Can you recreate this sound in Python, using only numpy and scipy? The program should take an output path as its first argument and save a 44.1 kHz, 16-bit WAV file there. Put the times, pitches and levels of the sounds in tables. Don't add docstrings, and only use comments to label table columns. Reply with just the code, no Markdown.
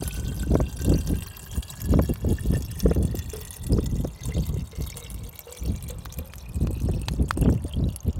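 import sys
import numpy as np
from scipy import signal
from scipy.fft import rfft, irfft, next_fast_len
from scipy.io import wavfile
from scipy.ndimage import uniform_filter1d, map_coordinates

SR = 44100
rng = np.random.default_rng(int(sys.argv[2]) if len(sys.argv) > 2 else 0)


def output_pcm(signal):
    pcm = np.clip(np.atleast_2d(signal).T, -1, 1) * 32767
    wavfile.write(sys.argv[1], SR, np.round(pcm).astype(np.int16))


N = 361179
TOP_HZ = 15950


def amp(db):
    return 10 ** (np.asarray(db) / 20)


def unit(x):
    return x / np.sqrt(np.mean(x ** 2) + 1e-20)


def steady(x, span):
    size = max(int(span * SR), 2)
    power = uniform_filter1d(uniform_filter1d(x ** 2, size), size)
    return x / np.sqrt(np.abs(power) + 1e-12)


def curves(rows):
    s, *columns = np.transpose(rows)
    return [np.interp(np.arange(N) / SR, s, column) for column in columns]


def wobble(rate):
    points = rng.standard_normal(N // 16)
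    return map_coordinates(points, [np.arange(N) * rate / SR], mode="wrap")


def colour(x, points):
    size = 2 * next_fast_len(N // 2 + 4096)
    hz, db = np.transpose(points)
    bins_hz = np.fft.rfftfreq(size, 1 / SR)
    gain_db = np.interp(np.log(bins_hz + 1), np.log(hz), db)
    cepstrum = irfft(np.log(amp(gain_db)))
    cepstrum[1:size // 2] *= 2
    cepstrum[size // 2 + 1:] = 0
    return irfft(rfft(x, size) * np.exp(rfft(cepstrum)))[:N]


def noise(points):
    return unit(colour(rng.standard_normal(N), points))


def place(times, sounds):
    starts = (np.asarray(times) * SR).astype(int)
    index = starts[:, None] + np.arange(sounds.shape[1])
    return np.bincount(np.abs(index).ravel(), sounds.ravel(), N)[:N]


def glide(start_hz, middle_hz, end_hz):
    curve = np.polyfit([0, .5, 1], [start_hz, middle_hz, end_hz], 2)
    return np.polyval(curve, np.arange(N) / N)


def resonate(x, hz, width_hz):
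    turn = np.exp(2j * np.pi * np.cumsum(hz) / SR)
    keep = np.exp(-np.pi * width_hz / SR)
    return 2 * np.real(turn * signal.lfilter([1 - keep], [1, -keep], x / turn))


def bubbles(hz, cycles, attack, rise=0, size=1100):
    t = np.arange(size) / SR
    turns = t * hz[:, None]
    fade = np.exp(-turns / cycles)
    phase = 2 * np.pi * (turns + rise * (turns - cycles * (1 - fade)))
    return np.sin(phase) * fade * (1 - np.exp(-t / attack))


def splats(hz, width_hz, spray_db, life, attack, size=800):
    t = np.arange(size) / SR
    real, imag, spray = rng.standard_normal((3, len(hz), size))
    spread = signal.lfilter(*signal.butter(2, width_hz / SR), real + 1j * imag)
    cluster = unit(np.real(spread * np.exp(2j * np.pi * hz[:, None] * t)))
    envelope = np.exp(-t / life[:, None]) * (1 - np.exp(-t / attack))
    return (cluster + amp(spray_db) * spray) * envelope


def burst(count, life, attack, size=1100):
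    t = np.arange(size) / SR
    return rng.standard_normal((count, size)) * np.exp(-t / life) * (1 - np.exp(-t / attack))


# time in seconds, relative level in dB.
SPLASH_LEVEL = [(0.0, -41.5), (0.6, -47.5), (0.9, -43), (1.4, -44.5), (1.7, -41), (2.2, -46), (2.55, -42.5),
                (2.95, -44), (3.5, -40), (4.1, -48.5), (4.35, -40), (4.65, -50), (4.95, -40), (5.3, -49),
                (5.6, -41.5), (6.0, -48), (6.5, -49), (6.9, -47), (7.45, -46.5), (8.19, -52.5)]


def trickle(centre_hz=8600, octaves=.55, count=1750):
    turn = (np.arange(count) + rng.uniform(0, 5, count)) / count
    fill = turn - .3 * turn * (1 - turn)
    when = fill * N / SR
    hz = centre_hz * 2 ** (octaves * np.clip(rng.standard_normal(count), -2, 2))
    hz = np.where(hz > TOP_HZ, hz / 2, hz)
    life = .003 * (1 - .45 * fill) * np.sqrt(centre_hz / hz)
    size_db = 7.4 * (1 + .35 * fill) * np.clip(rng.standard_normal(count), -3, 2.1)
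    sounds = splats(hz, width_hz=1300, spray_db=-2, life=life, attack=.0005)
    strength = amp(size_db) * np.sqrt(hz / centre_hz)
    drops = place(when, sounds * strength[:, None])
    lumps_db = np.linspace(2.3, 4.2, N)
    fizz_db = np.linspace(-18, -24, N)
    fizzy = unit(drops) + amp(fizz_db) * rng.standard_normal(N)
    lumpy = steady(fizzy * amp(lumps_db * wobble(26)), .16)
    return amp(curves(SPLASH_LEVEL)[0] + 1.34) * lumpy


# time in seconds, bubble level relative to the splashing in dB, before a fixed boost.
DRAGGED_AIR = [(0, -9.5), (1, -9.5), (2.1, -10), (3.6, -13.5), (4.35, -10), (5.4, -9), (8.19, -7)]


def gurgle(centre_hz=3500, octaves=0.72, count=3100):
    when = rng.uniform(0, N / SR, count)
    hz = centre_hz * 2 ** (octaves * np.clip(rng.standard_normal(count), -2, 2))
    strength = amp(5.1 * np.clip(rng.standard_normal(count), -2, 2)) * np.sqrt(hz)
    life = .0027 * np.sqrt(centre_hz / hz)
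    plips = splats(hz, width_hz=600, spray_db=-13, life=life, attack=.0008)
    clumps = place(when, plips * strength[:, None]) * amp(3.1 * wobble(22))
    level_db = curves(SPLASH_LEVEL)[0] + curves(DRAGGED_AIR)[0] + 6.5
    return amp(level_db) * steady(clumps, 0.44)


# start in seconds, relative level in dB, pitch in Hz of the bubble they trap.
BIG_DROPS = [(0.077, -19.5, 10650), (0.819, -23.5, 6560), (0.846, -19.5, 8900), (1.073, -24, 6000),
             (1.222, -26.5, 3030), (1.627, -25, 3580), (2.8015, -18, 5760), (3.1902, -21, 5490),
             (3.2995, -24, 6500), (3.859, -27.5, 4270), (4.872, -23, 11240), (4.9009, -21.5, 7140),
             (5.143, -22.5, 11000), (5.391, -19.5, 13100), (5.886, -23, 9900), (5.907, -22, 7700),
             (6.124, -23, 5870), (6.187, -19, 12600), (7.373, -22, 9100), (7.4127, -19, 10200),
             (7.961, -14.5, 10400)]


def big_drops(life_s=0.0027, shortening=0.5):
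    s, db, hz = np.transpose(BIG_DROPS)
    life = life_s * (1 - shortening * s * SR / N)
    slaps = splats(hz, width_hz=1900, spray_db=-3, life=life, attack=.00025)
    return place(s, slaps * amp(db - 1)[:, None])


def air_mode(x, rocking, start_hz, middle_hz, end_hz, width_hz):
    fill = np.arange(N) / N
    drive = x * steady(amp(3.2 * wobble(16)), .2)
    hz = glide(start_hz, middle_hz, end_hz) * rocking
    climb = end_hz / start_hz
    early = resonate(drive, hz, width_hz)
    late = resonate(drive, hz, width_hz * climb ** 2)
    return (1 - fill) * early + fill / climb * late


# pitch in Hz at the start, halfway and at the end, width at the start in Hz, relative level in dB.
AIR_MODES = [(360, 432, 592, 28, 11), (1486, 2015, 2890, 29, 15), (3137, 3600, 4680, 47, 4),
             (4680, 4460, 4600, 82, -0.5), (6110, 5400, 6900, 144, -3.5)]
# pitch in Hz, width in Hz, level at the start in dB.
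WALL_MODES = [(1820, 16, 7), (2744, 35, 12)]


def bottle(x, echo_db=-6, echo_t60=0.038, fade_db=-8, slosh=0.0065, count=14, size=3000):
    fill = np.arange(N) / N
    t = np.arange(size) / SR
    echo = np.zeros(N)
    for k in range(count):
        tail = rng.standard_normal(size) * amp(-60 * t / echo_t60)
        share = np.sqrt(np.clip(1 - np.abs(fill * (count - 1) - k), 0, 1))
        echo += signal.oaconvolve(x * share, tail / np.linalg.norm(tail))[:N]
    rocking = 1 + slosh * wobble(13)
    modes = sum(amp(db) * air_mode(x, rocking, *shape) for *shape, db in AIR_MODES)
    ringing = sum(amp(db) * resonate(x, np.full(N, hz), width) for hz, width, db in WALL_MODES)
    wall = (1 - fill) * ringing
    return amp(-7.5) * x + amp(echo_db + fade_db * fill) * echo + amp(4.5 - 11.7 * fill) * modes + wall


# start in seconds, relative level in dB, starting pitch in Hz.
PLINK_BUBBLES = [(0.109, -25, 2500), (0.432, -27.5, 1480), (0.939, -18, 4400), (1.695, -26, 3750),
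                 (2.385, -26, 1730), (3.7326, -18.5, 4900), (4.3216, -28.5, 2010), (4.926, -30, 2250),
                 (7.736, -21, 3100), (7.84, -29, 3760), (8.005, -22, 6300)]


def plinks(cycles=10.4, attack=0.00046, rise=0.052):
    s, db, hz = np.transpose(PLINK_BUBBLES)
    return place(s, bubbles(hz, cycles, attack, rise) * amp(db - 4.0)[:, None])


POCKET_GAP_S, NECK_RING_S = 0.024, 0.012
NECK_SAG = 0.067
# start in seconds, time in seconds in which its run of pockets dies away, relative level in dB.
AIR_GULPS = [(3.333, 0.047, -25), (4.29, 0.038, -31.5), (4.73, 0.041, -36.5), (4.955, 0.56, -40),
             (5.469, 0.12, -33.5), (5.9, 0.035, -32.5), (6.19, 0.09, -36), (7.66, 0.069, -38.5)]


def gulps(churn_db=-38, wet_db=-10, count=5, size=4000):
    neck_hz = glide(*AIR_MODES[0][:3])
    t = np.arange(size) / SR
    envelope = np.exp(-t / NECK_RING_S) * (1 - np.exp(-t / .001))
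    rings = np.zeros(N)
    for s, length, db in AIR_GULPS:
        uneven = rng.uniform(-.2, .2, count) * (np.arange(count) > 0)
        delay = POCKET_GAP_S * (np.arange(count) + uneven)
        hz = neck_hz[int(s * SR)] * (1 + .02 * rng.standard_normal((count, 1)))
        turns = hz * (t + NECK_SAG * NECK_RING_S * (1 - np.exp(-t / NECK_RING_S)))
        strength = amp(db) * np.exp(-delay / length)
        rings += place(s + delay, np.sin(2 * np.pi * turns) * envelope * strength[:, None])
    churn = amp(churn_db + 4 * wobble(16)) * rng.standard_normal(N)
    hum = resonate(resonate(churn, neck_hz, width_hz=60), neck_hz, width_hz=170)
    splash = unit(resonate(rng.standard_normal(N), 2 * neck_hz, width_hz=700))
    wet = uniform_filter1d(np.abs(rings), SR // 100) * splash
    return rings + hum + amp(wet_db) * wet


# start in seconds, relative level in dB, pitch in Hz, crack relative to the swing in dB.
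POUCH_SNAPS = [(2.158, -41, 1510, 6), (6.057, -32.5, 1240, 4), (6.336, -38, 2250, 8),
               (6.671, -34, 1010, 3.5), (7.0841, -24.5, 920, 5.5), (7.3087, -11.5, 1300, -9)]


def pouch():
    s, db, hz, crack_db = np.transpose(POUCH_SNAPS)
    swing = bubbles(hz, cycles=1.34, attack=.0001)
    crack = burst(len(s), life=0.0023, attack=.0001)
    rustle = amp(-25) * burst(len(s), life=0.0077, attack=0.003)
    snaps = (swing + amp(crack_db)[:, None] * (crack + rustle)) * amp(db)[:, None]
    return colour(place(s, snaps), [(400, 0.0), (1000, 7.5), (4000, 6.0), (14000, -11.0)])


GUST_EDGE_DB = 10.5
# time in seconds, relative level in dB.
BREEZE_LEVEL = [(0.0, -32.5), (1.2, -37), (1.35, -45.5), (2.4, -38), (3.15, -31.5), (3.55, -46), (4.7, -60),
                (4.9, -35.5), (5.48, -86), (5.85, -34.5), (6.28, -44), (6.7, -34), (7.65, -36), (8.0, -78),
                (8.19, -25.5)]
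# time of its height in seconds, length in seconds, relative level in dB.
WIND_GUSTS = [(0.302, 0.33, -31), (0.551, 0.24, -23), (0.911, 0.18, -20.5), (1.12, 0.15, -24),
              (1.563, 0.086, -26.5), (1.951, 0.21, -21), (2.103, 0.04, -19), (2.294, 0.13, -22),
              (2.52, 0.2, -23.5), (2.872, 0.1, -20), (3.023, 0.14, -21), (3.754, 0.23, -22),
              (3.963, 0.28, -26.5), (4.271, 0.11, -30), (4.39, 0.13, -24.5), (4.545, 0.24, -28),
              (4.809, 0.11, -27.5), (5.18, 0.27, -34.5), (5.689, 0.16, -25), (6.195, 0.056, -29),
              (6.642, 0.2, -25), (6.895, 0.26, -25.5), (7.126, 0.059, -23), (7.219, 0.081, -22),
              (7.468, 0.2, -20), (7.648, 0.042, -24.5), (7.827, 0.21, -24.5), (8.079, 0.06, -22.5)]


def wind_strength():
    t = np.arange(N) / SR
    power = amp(curves(BREEZE_LEVEL)[0]) ** 2
    for s, length, db in WIND_GUSTS:
        near = np.abs(t - s) < 2 * length
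        arch_db = db - GUST_EDGE_DB * (2 * (t[near] - s) / length) ** 2
        power[near] += amp(arch_db) ** 2
    return 10 * np.log10(power)


# start in seconds, relative level in dB.
HARD_BUFFETS = [(0.022, -19.5), (0.514, -19), (0.552, -11.5), (0.601, -13), (0.921, -16), (1.937, -13),
                (1.99, -8.5), (2.245, -20.5), (2.534, -19), (2.859, -13), (2.911, -12), (2.96, -17.5),
                (3.019, -26), (3.144, -21.5), (3.784, -15), (4.046, -16.5), (4.366, -25.5), (5.679, -30),
                (6.887, -18.5), (7.372, -17.5), (7.427, -19), (7.457, -14.5), (7.487, -13.5)]
# frequency in Hz, relative level in dB.
THUMP_SPECTRUM = [(60, -25), (200, 15), (550, 9.5), (1200, -25), (3000, -72), (8000, -70)]
RASP_BAND = (770, 1410)


def buffets(life=0.0045, attack=0.0021, rasp_db=2, size=1500):
    s, db = np.transpose(HARD_BUFFETS)
    t = np.arange(size) / SR
    shape = np.exp(-t / life) * (1 - np.exp(-t / attack))
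    push = place(s, shape * amp(db + 4.5)[:, None])
    band = signal.butter(2, RASP_BAND, "bandpass", fs=SR, output="sos")
    rasp = unit(signal.sosfilt(band, rng.standard_normal(N)))
    return push * steady(noise(THUMP_SPECTRUM), 0.011) + amp(rasp_db) * push ** 2 * rasp


# frequency in Hz, relative level in dB.
RUMBLE_SPECTRUM = [(15, -73), (30, -10), (58, 1), (100, -5), (160, -10.5), (250, -24), (500, -59.5),
                   (1200, -103)]
# frequency in Hz, relative level in dB.
FLUTTER_SPECTRUM = [(60, -30), (160, 7), (300, -2), (520, -12), (750, -24), (1200, -41), (2200, -59),
                    (6000, -65)]


def wind(flutter_db=-24.0, steepness=1.87):
    gust_db = wind_strength()
    lumps = steady(amp(3.8 * wobble(32)), .06)
    rumble = amp(gust_db + 2.27) * lumps * steady(noise(RUMBLE_SPECTRUM), 0.055)
    eddies = lumps * steady(noise(FLUTTER_SPECTRUM) * amp(7.6 * wobble(120)), 0.03)
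    eddy_db = flutter_db + steepness * (gust_db + 22.5)
    return rumble + amp(eddy_db) * eddies + buffets()


# frequency in Hz, relative level in dB.
HUSH_SPECTRUM = [(20, -27), (60, 16), (250, -6), (1000, -5.5), (2000, -21), (15000, -44)]


def hush():
    return amp(-50.0) * noise(HUSH_SPECTRUM)


# frequency in Hz, gain in dB.
SPRAY_SPECTRUM = [(200, -40), (600, 1.5), (1050, 4), (1600, -7), (2200, -6.5), (3300, 0), (5000, -5),
                  (6500, 0), (9000, 1), (10400, -1.5), (12000, 3), (15800, -1.5)]


def scene():
    splashing = colour(trickle() + gurgle() + big_drops(), SPRAY_SPECTRUM)
    water = bottle(splashing) + plinks() + gulps()
    return (water + pouch() + wind() + hush())[None]


def record(dry):
    thin = signal.sosfilt(signal.butter(2, 38, "highpass", fs=SR, output="sos"), dry)
    size = next_fast_len(N + 4096)
    kept = np.fft.rfftfreq(size, 1 / SR) < TOP_HZ
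    return irfft(rfft(thin, size) * kept, size)[:, :N]


dry = scene()
out = record(dry)
output_pcm(out)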